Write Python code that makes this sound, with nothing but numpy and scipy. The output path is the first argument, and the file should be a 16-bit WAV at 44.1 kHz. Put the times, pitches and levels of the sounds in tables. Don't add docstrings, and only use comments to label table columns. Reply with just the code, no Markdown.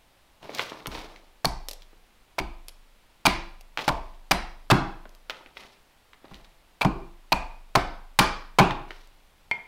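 import sys
import numpy as np
from scipy import signal
from scipy.fft import rfft, irfft
from scipy.io import wavfile
from scipy.ndimage import map_coordinates

SR = 44100
rng = np.random.default_rng(int(sys.argv[2]) if len(sys.argv) > 2 else 0)


def dump(signal):
    limited = np.clip(np.atleast_2d(signal).T, -1, 1)
    pcm = np.round(limited * 32767).astype(np.int16)
    wavfile.write(sys.argv[1], SR, pcm)


N = 426447

# (time [s], knock level [dB], length of the cut [s], share of the cut at which the chip gives way [1],
# tearing level [dB], tearing tilt [dB/octave], blank's ring [Hz], ring level [dB],
# stump's deep thud level [dB], stump's hollow knock level [dB])
CHOPS = [(1.4461, -20, 0.011, 0.79, -18, 9, 2340, -25, -26, -32.5),
         (2.383, -25, .017, 0.41, -28, 0, 2290, -27.5, -29.5, -42),
         (3.2538, -16.5, .013, 1, -9, 2, 2340, -14, -19, -17),
         (3.879, -15.5, .013, .35, -25.5, 3, 2280, -29.5, -26, -21.5),
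         (4.3104, -17, 0.008, 0.87, -11.5, .5, 2360, -23.5, -25, -23),
         (4.7016, -19, .015, 0.9, -7.5, -2.5, 2556, -21, -8.5, -12),
         (6.8106, -24.5, 0.019, 0.41, -26, -1.5, 2385, -21.5, -40, -27),
         (6.848, -19.5, 0.0027, 0.59, -35.5, -1, 2390, -41, -13, -21),
         (7.3202, -15.5, .009, 0.58, -21, 4, 2470, -18, -28, -23),
         (7.7525, -13, 0.0097, 0.46, -11, -2, 2130, -28, -20, -20),
         (8.189, -16, 0.0077, 0.2, -3, 0.5, 2345, -18.5, -17, -16),
         (8.586, -8.5, 0.012, 0.29, -6, -4.5, 2290, -12, -7.5, -8)]
# (frequency [Hz], width [Hz], level [dB])
KNOCK_MODES = [(179, 430, -13.5), (544, 180, -5.5), (706, 160, 0), (927, 150, 1), (1090, 180, -2.5),
               (1300, 380, -8.5), (1700, 450, -14.5)]
# (frequency [Hz], level [dB])
FIBRE_SPECTRUM = [(100, -13), (500, -1.5), (1200, 5), (3000, 0), (5000, -0.5), (7000, -14.5),
                  (11000, -15.5), (16000, -15.5)]
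# (frequency [Hz], width [Hz], level before OVERTONE_DB and tilt [dB])
BENDING_OVERTONES = [(4220, 200, -1), (4400, 190, -2), (4980, 200, -9)]
OVERTONE_DB = -8
OVERTONE_DB_PER_TILT = 1.1

# (time [s], deep thud level [dB])
SET_DOWNS = [(0.873, -35.5), (6.313, -43.5)]
SET_HOLLOW_DB = -6.5
# (frequency [Hz], width [Hz], level [dB])
THUD_MODES = [(126.5, 31, 2.5), (189.3, 22, 4), (208.3, 18, -1.5), (266, 26, -2.5), (313.6, 18, -2),
              (341, 4.2, -3), (380.6, 14, -2.5)]
# (frequency [Hz], width [Hz], level [dB])
HOLLOW_MODES = [(656, 110, 0), (679.6, 83, -1), (787, 52, 0), (888, 120, -0.5), (1010, 50, 5.5),
                (1140, 280, 1.5), (1291, 250, 0.5), (1385, 180, -2)]
# (frequency [Hz], level [dB], 60 dB decay time [s], delay [s])
SUPPORT_MODES = [(25.05, 3, 1.4, 0.0099), (31, -3, .45, .004), (47.3, 8, 0.45, 0.042), (62, 0.5, .3, 0.011)]
SHAKE_MAX_DB, SHAKE_UNDER_THUD_DB = -33, -6

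# (time [s], peak level [dB], tilt [dB/octave])
TAPS = [(.494, -24.5, -7), (.549, -20.5, 20), (.585, -20, 8), (0.5943, -11.5, -0.5), (0.698, -27.5, 10),
        (.72, -21.5, -8.5), (.859, -21, -2), (.95, -25, -1.5), (1.161, -35.5, 4), (1.821, -35, 10.5),
        (1.931, -45, -9.5), (3.7744, -8.5, 0.5), (3.791, -14, 0.5), (3.807, -29, 1), (5.055, -32.5, -7.5),
        (5.2977, -16.5, 2), (5.304, -19.5, 2), (5.4615, -33, -4), (5.57, -26, -0.5), (6.1329, -36.5, -0.5),
        (6.244, -36.5, -8.5), (6.344, -31, 8), (6.446, -40.5, 6), (8.7085, -17, 0), (8.9068, -25.5, -1.5),
        (9.5126, -23, -3.5)]
# (frequency [Hz], level [dB])
TAP_SPECTRUM = [(60, -30), (300, 1.5), (900, 5), (2000, 6.5), (3800, 1.5), (6000, -12.5), (10000, -29.5),
                (16000, -20)]
REBOUND_S, REBOUND_DB = .0095, -10.5
# (time [s], peak level of the first snap [dB])
SPLINTERS = [(0.87, -16.5), (1.686, -12), (1.712, -19.5), (1.733, -22.5), (2.684, -18.5), (3.61, -31.5),
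             (5.093, -40.5), (5.15, -37), (9.0735, -41)]
# (frequency [Hz], level [dB])
SNAP_SPECTRUM = [(100, -19.5), (600, 2), (1500, -11.5), (2400, -4), (5000, 1.5), (8000, -7), (12000, -2.5),
                 (16000, -13.5)]
RUN_ON_S, RUN_ON_DB = 0.0055, -10.5
# (frequency [Hz], level [dB], 60 dB decay time [s])
CLINK_MODES = [(950, -19, .02), (2140, -16, .08), (2345, -21, .06), (3030, -32, .025), (4280, -38, .04),
               (4500, -39, .04)]
CLINK_S = 9.5135

# (start [s], length [s], pressure level [dB], grit level relative to the pressure [dB])
STROKES = [(0.407, 0.11, -46.5, -8), (0.519, 0.1, -42.5, 1), (0.689, 0.081, -47, -7),
           (0.897, 0.062, -40, -3.5), (3.769, 0.024, -40.5, -1.5), (5.291, 0.021, -51.5, -4),
           (5.546, 0.043, -53.5, 2), (6.215, 0.031, -56.5, -17), (6.284, 0.058, -56.5, -2.5),
           (8.872, .04, -61.5, 7.5)]
GRIP_S, SLIDE_DB_PER_S = 0.032, 91
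# (frequency [Hz], level [dB])
RUB_SPECTRUM = [(40, -7), (150, 1.5), (400, 3), (900, 4), (1600, -7.5), (3000, -17), (7000, -31),
                (16000, -42)]
# (frequency [Hz], level [dB])
GRIT_SPECTRUM = [(300, -11), (1200, -7.5), (2200, 3), (4000, 2.5), (5500, -2.5), (7500, -13.5),
                 (16000, -17.5)]
CRUMB_DB, CRUMB_SPREAD_DB = 11, 2.5
CRUMB_LAG_S = 0.053

# (frequency [Hz], 60 dB decay time [s])
ROOM_T60 = [(60, 0.29), (160, .42), (400, 0.49), (1100, 0.51), (2900, 0.47), (5000, 0.47), (8000, 0.35),
            (15000, 0.13)]
# (frequency [Hz], level [dB])
ROOM_DB = [(40, -18), (150, -6), (400, -7), (1000, -6.5), (2500, -11), (5000, -15.5), (8000, -12.5),
           (15000, -18)]
# (frequency [Hz], level [dB])
AIR_SPECTRUM = [(20, 2.5), (50, -2), (100, -12.5), (200, -13), (400, -15.5), (850, -13.5), (1600, -18.5),
                (2600, -18.5), (4000, -21.5), (6300, -28.5), (16000, -29.5)]

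CEILING = .35
TOP_HZ = 15900
LENGTH = 16384
T = np.arange(LENGTH) / SR
HZ = np.fft.rfftfreq(LENGTH, 1 / SR)


def chops():
    out = np.zeros(N)
    for s, knock_db, length, split, tear_db, tilt, ring_hz, ring_db, *_ in CHOPS:
        blow = contact(crush=1.0, t60=0.045)
        cut = cutting(length, split, steady=0.42, release=0.0019, spread_db=6.0)
        lift_db = OVERTONE_DB + OVERTONE_DB_PER_TILT * tilt
        overtones = [(hz, width, db + lift_db) for hz, width, db in BENDING_OVERTONES]
        bending = body([(ring_hz, 140, 0)] + overtones)
        add(out, s, amp(knock_db) * sounded(blow, body(KNOCK_MODES)))
        add(out, s, amp(tear_db) * sounded(cut, colour(FIBRE_SPECTRUM, tilt)))
        add(out, s, amp(ring_db) * sounded(cut, bending))
    return out


def cutting(length, split, steady, release, spread_db):
    effort = steady + np.exp(-((T / length - split) / .16) ** 2)
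    dying = np.exp(-np.maximum(T - length, 0) / release)
    return effort * dying * crackle(spread_db)


def stump():
    out = np.zeros(N)
    for s, thud_db, hollow_db, _ in landings():
        add(out, s, amp(thud_db) * sounded(contact(crush=0.66, t60=0.049), body(THUD_MODES)))
        add(out, s, amp(hollow_db) * sounded(contact(crush=.8, t60=0.045), body(HOLLOW_MODES)))
    return out


def landings():
    blows = [(s + length, thud_db, hollow_db) for s, _, length, *_, thud_db, hollow_db in CHOPS]
    blows += [(s, db, db + SET_HOLLOW_DB) for s, db in SET_DOWNS]
    return [(s, thud_db, hollow_db, min(SHAKE_MAX_DB, thud_db + SHAKE_UNDER_THUD_DB))
            for s, thud_db, hollow_db in blows]


def shudder():
    out, t = np.zeros(N), np.arange(2 * SR) / SR
    shake = np.zeros(len(t))
    for hz, db, t60, delay in SUPPORT_MODES:
        shake += amp(db - 60 * t / t60) * np.sin(2 * np.pi * hz * np.maximum(t - delay, 0))
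    for s, *_, shake_db in landings():
        add(out, s, amp(shake_db) * shake)
    return out


def taps():
    out = np.zeros(N)
    for s, db, tilt in TAPS:
        piece = colour(TAP_SPECTRUM, tilt) * chip(400, 4000)
        for delay, loss_db in (0, 0), (REBOUND_S, REBOUND_DB):
            tap = sounded(contact(crush=1.6, t60=.02), piece)
            add(out, s + delay, amp(db + loss_db) * at_peak(tap))
    return out


def splinters(count=3):
    out = np.zeros(N)
    for s, db in SPLINTERS:
        for k in range(count):
            snap = sounded(contact(crush=1.12, t60=0.015), colour(SNAP_SPECTRUM) * chip(2000, 7000))
            add(out, s, amp(db + k * RUN_ON_DB) * at_peak(snap))
            s += RUN_ON_S * (.5 + rng.random())
    return out


def clink():
    out = np.zeros(N)
    ring = sum(amp(db - 60 * T / t60) * np.sin(2 * np.pi * hz * T) for hz, db, t60 in CLINK_MODES)
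    add(out, CLINK_S, ring)
    return out


def drag(catch_rate=90):
    pressure, grinding = np.zeros(N), np.zeros(N)
    for s, length, db, grit_db in STROKES:
        push = stroke(s, length)
        pressure = np.maximum(pressure, amp(db) * push)
        grinding = np.maximum(grinding, amp(db + grit_db) * push)
    knots = np.arange(N) * catch_rate / SR

    def catching():
        levels = rng.standard_normal(int(knots[-1]) + 4)
        return amp(3 * map_coordinates(levels, [knots], order=1))

    rub = shaped(crackle(spread_db=4.5, size=N) * catching(), RUB_SPECTRUM)
    grit = shaped(crackle(spread_db=4, size=N) * catching(), GRIT_SPECTRUM)
    return pressure * rub + grinding * grit


def stroke(start, length):
    t = np.arange(N) / SR - start
    return np.clip(t / GRIP_S, 0, 1) * amp(-SLIDE_DB_PER_S * np.maximum(t - length, 0))


def crumbs(count=3):
    out = np.zeros(N)
    for s, length, db, _ in STROKES:
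        for when in rng.random(count):
            piece = colour(TAP_SPECTRUM, tilt=2.0) * chip(400, 4000)
            tick = sounded(contact(crush=0.98, t60=0.019), piece)
            tick_db = db + CRUMB_DB + CRUMB_SPREAD_DB * rng.standard_normal()
            add(out, s + when * (length + CRUMB_LAG_S), amp(tick_db) * at_peak(tick))
    return out


def room(x, build=0.0062):
    out = np.zeros(N)
    edges = [0] + [round((row[0] - .01) * SR) for row in CHOPS] + [N]
    for a, b in zip(edges, edges[1:]):
        hz, t, z = signal.stft(rng.standard_normal(SR * 3 // 4), SR, nperseg=256)
        t60 = along(ROOM_T60, hz)[:, None]
        energy = SR * t60 / np.log(1e6)
        gain = amp(along(ROOM_DB, hz)[:, None] - 60 * t / t60) / np.sqrt(energy)
        tail = signal.istft(z * gain * (1 - np.exp(-t / build)), SR, nperseg=256)[1]
        add(out, a / SR, signal.fftconvolve(x[a:b], tail))
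    return out


def still_air():
    return amp(-60) * shaped(rng.standard_normal(N), AIR_SPECTRUM)


def amp(db):
    return 10 ** (np.asarray(db) / 20)


def along(points, hz):
    f, v = np.transpose(points)
    return np.interp(np.log(hz + 1), np.log(f), v)


def add(track, s, sound):
    part = track[round(s * SR):][:len(sound)]
    part += sound[:len(part)]


def at_peak(x):
    return x / np.abs(x).max()


def colour(points, tilt=0):
    octaves = np.log2(np.clip(HZ, 250, 6000) / 1000)
    gain = amp(along(points, HZ) + tilt * octaves)
    cepstrum = irfft(np.log(gain))
    return np.exp(rfft(2 * cepstrum[:LENGTH // 2], LENGTH))


def body(modes):
    response = 0
    for k, (f, w, db) in enumerate(modes):
        damping = 1j * HZ * w
        response = response + (-1) ** k * amp(db) * damping / (f * f - HZ ** 2 + damping)
    return response


def chip(low_hz, high_hz, quality=14, ring_db=5, count=5):
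    pitches = low_hz * (high_hz / low_hz) ** rng.random(count)
    return 4 + sum(body([(hz, hz / quality, ring_db)]) for hz in pitches)


def contact(crush, t60):
    grit = crackle(4) * amp(-60 * T / t60)
    return (T == 0) + crush * grit / np.linalg.norm(grit)


def crackle(spread_db, size=LENGTH):
    strength = np.repeat(rng.standard_normal(size // 16 + 1), 16)[:size]
    x = rng.standard_normal(size) * amp(spread_db * strength)
    return x / x.std()


def sounded(force, response):
    x = irfft(rfft(force) * response)[:SR // 4]
    return x / np.sqrt(np.sum(x ** 2) / (SR / 100))


def shaped(x, points):
    y = irfft(rfft(x) * amp(along(points, np.fft.rfftfreq(N, 1 / SR))), N)
    return y / y.std()


def scene(count=3):
    light = taps() + splinters() + clink() + drag() + crumbs()
    echo = sum(room(chops() + stump()) for _ in range(count)) / np.sqrt(count)
    direct = chops() + stump() + light
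    return (direct + echo + amp(2.0) * room(light) + shudder() + still_air())[None]


def record(dry, hardness=5, droop_db=4):
    clipped = dry / (1 + np.abs(dry / CEILING) ** hardness) ** (1 / hardness)
    hz = np.fft.rfftfreq(N, 1 / SR)
    passband = np.clip((TOP_HZ - hz) / 500 + .5, 0, 1)
    return irfft(rfft(clipped) * amp(-droop_db * (hz / TOP_HZ) ** 4) * passband, N)


dry = scene()
out = record(dry)
dump(out)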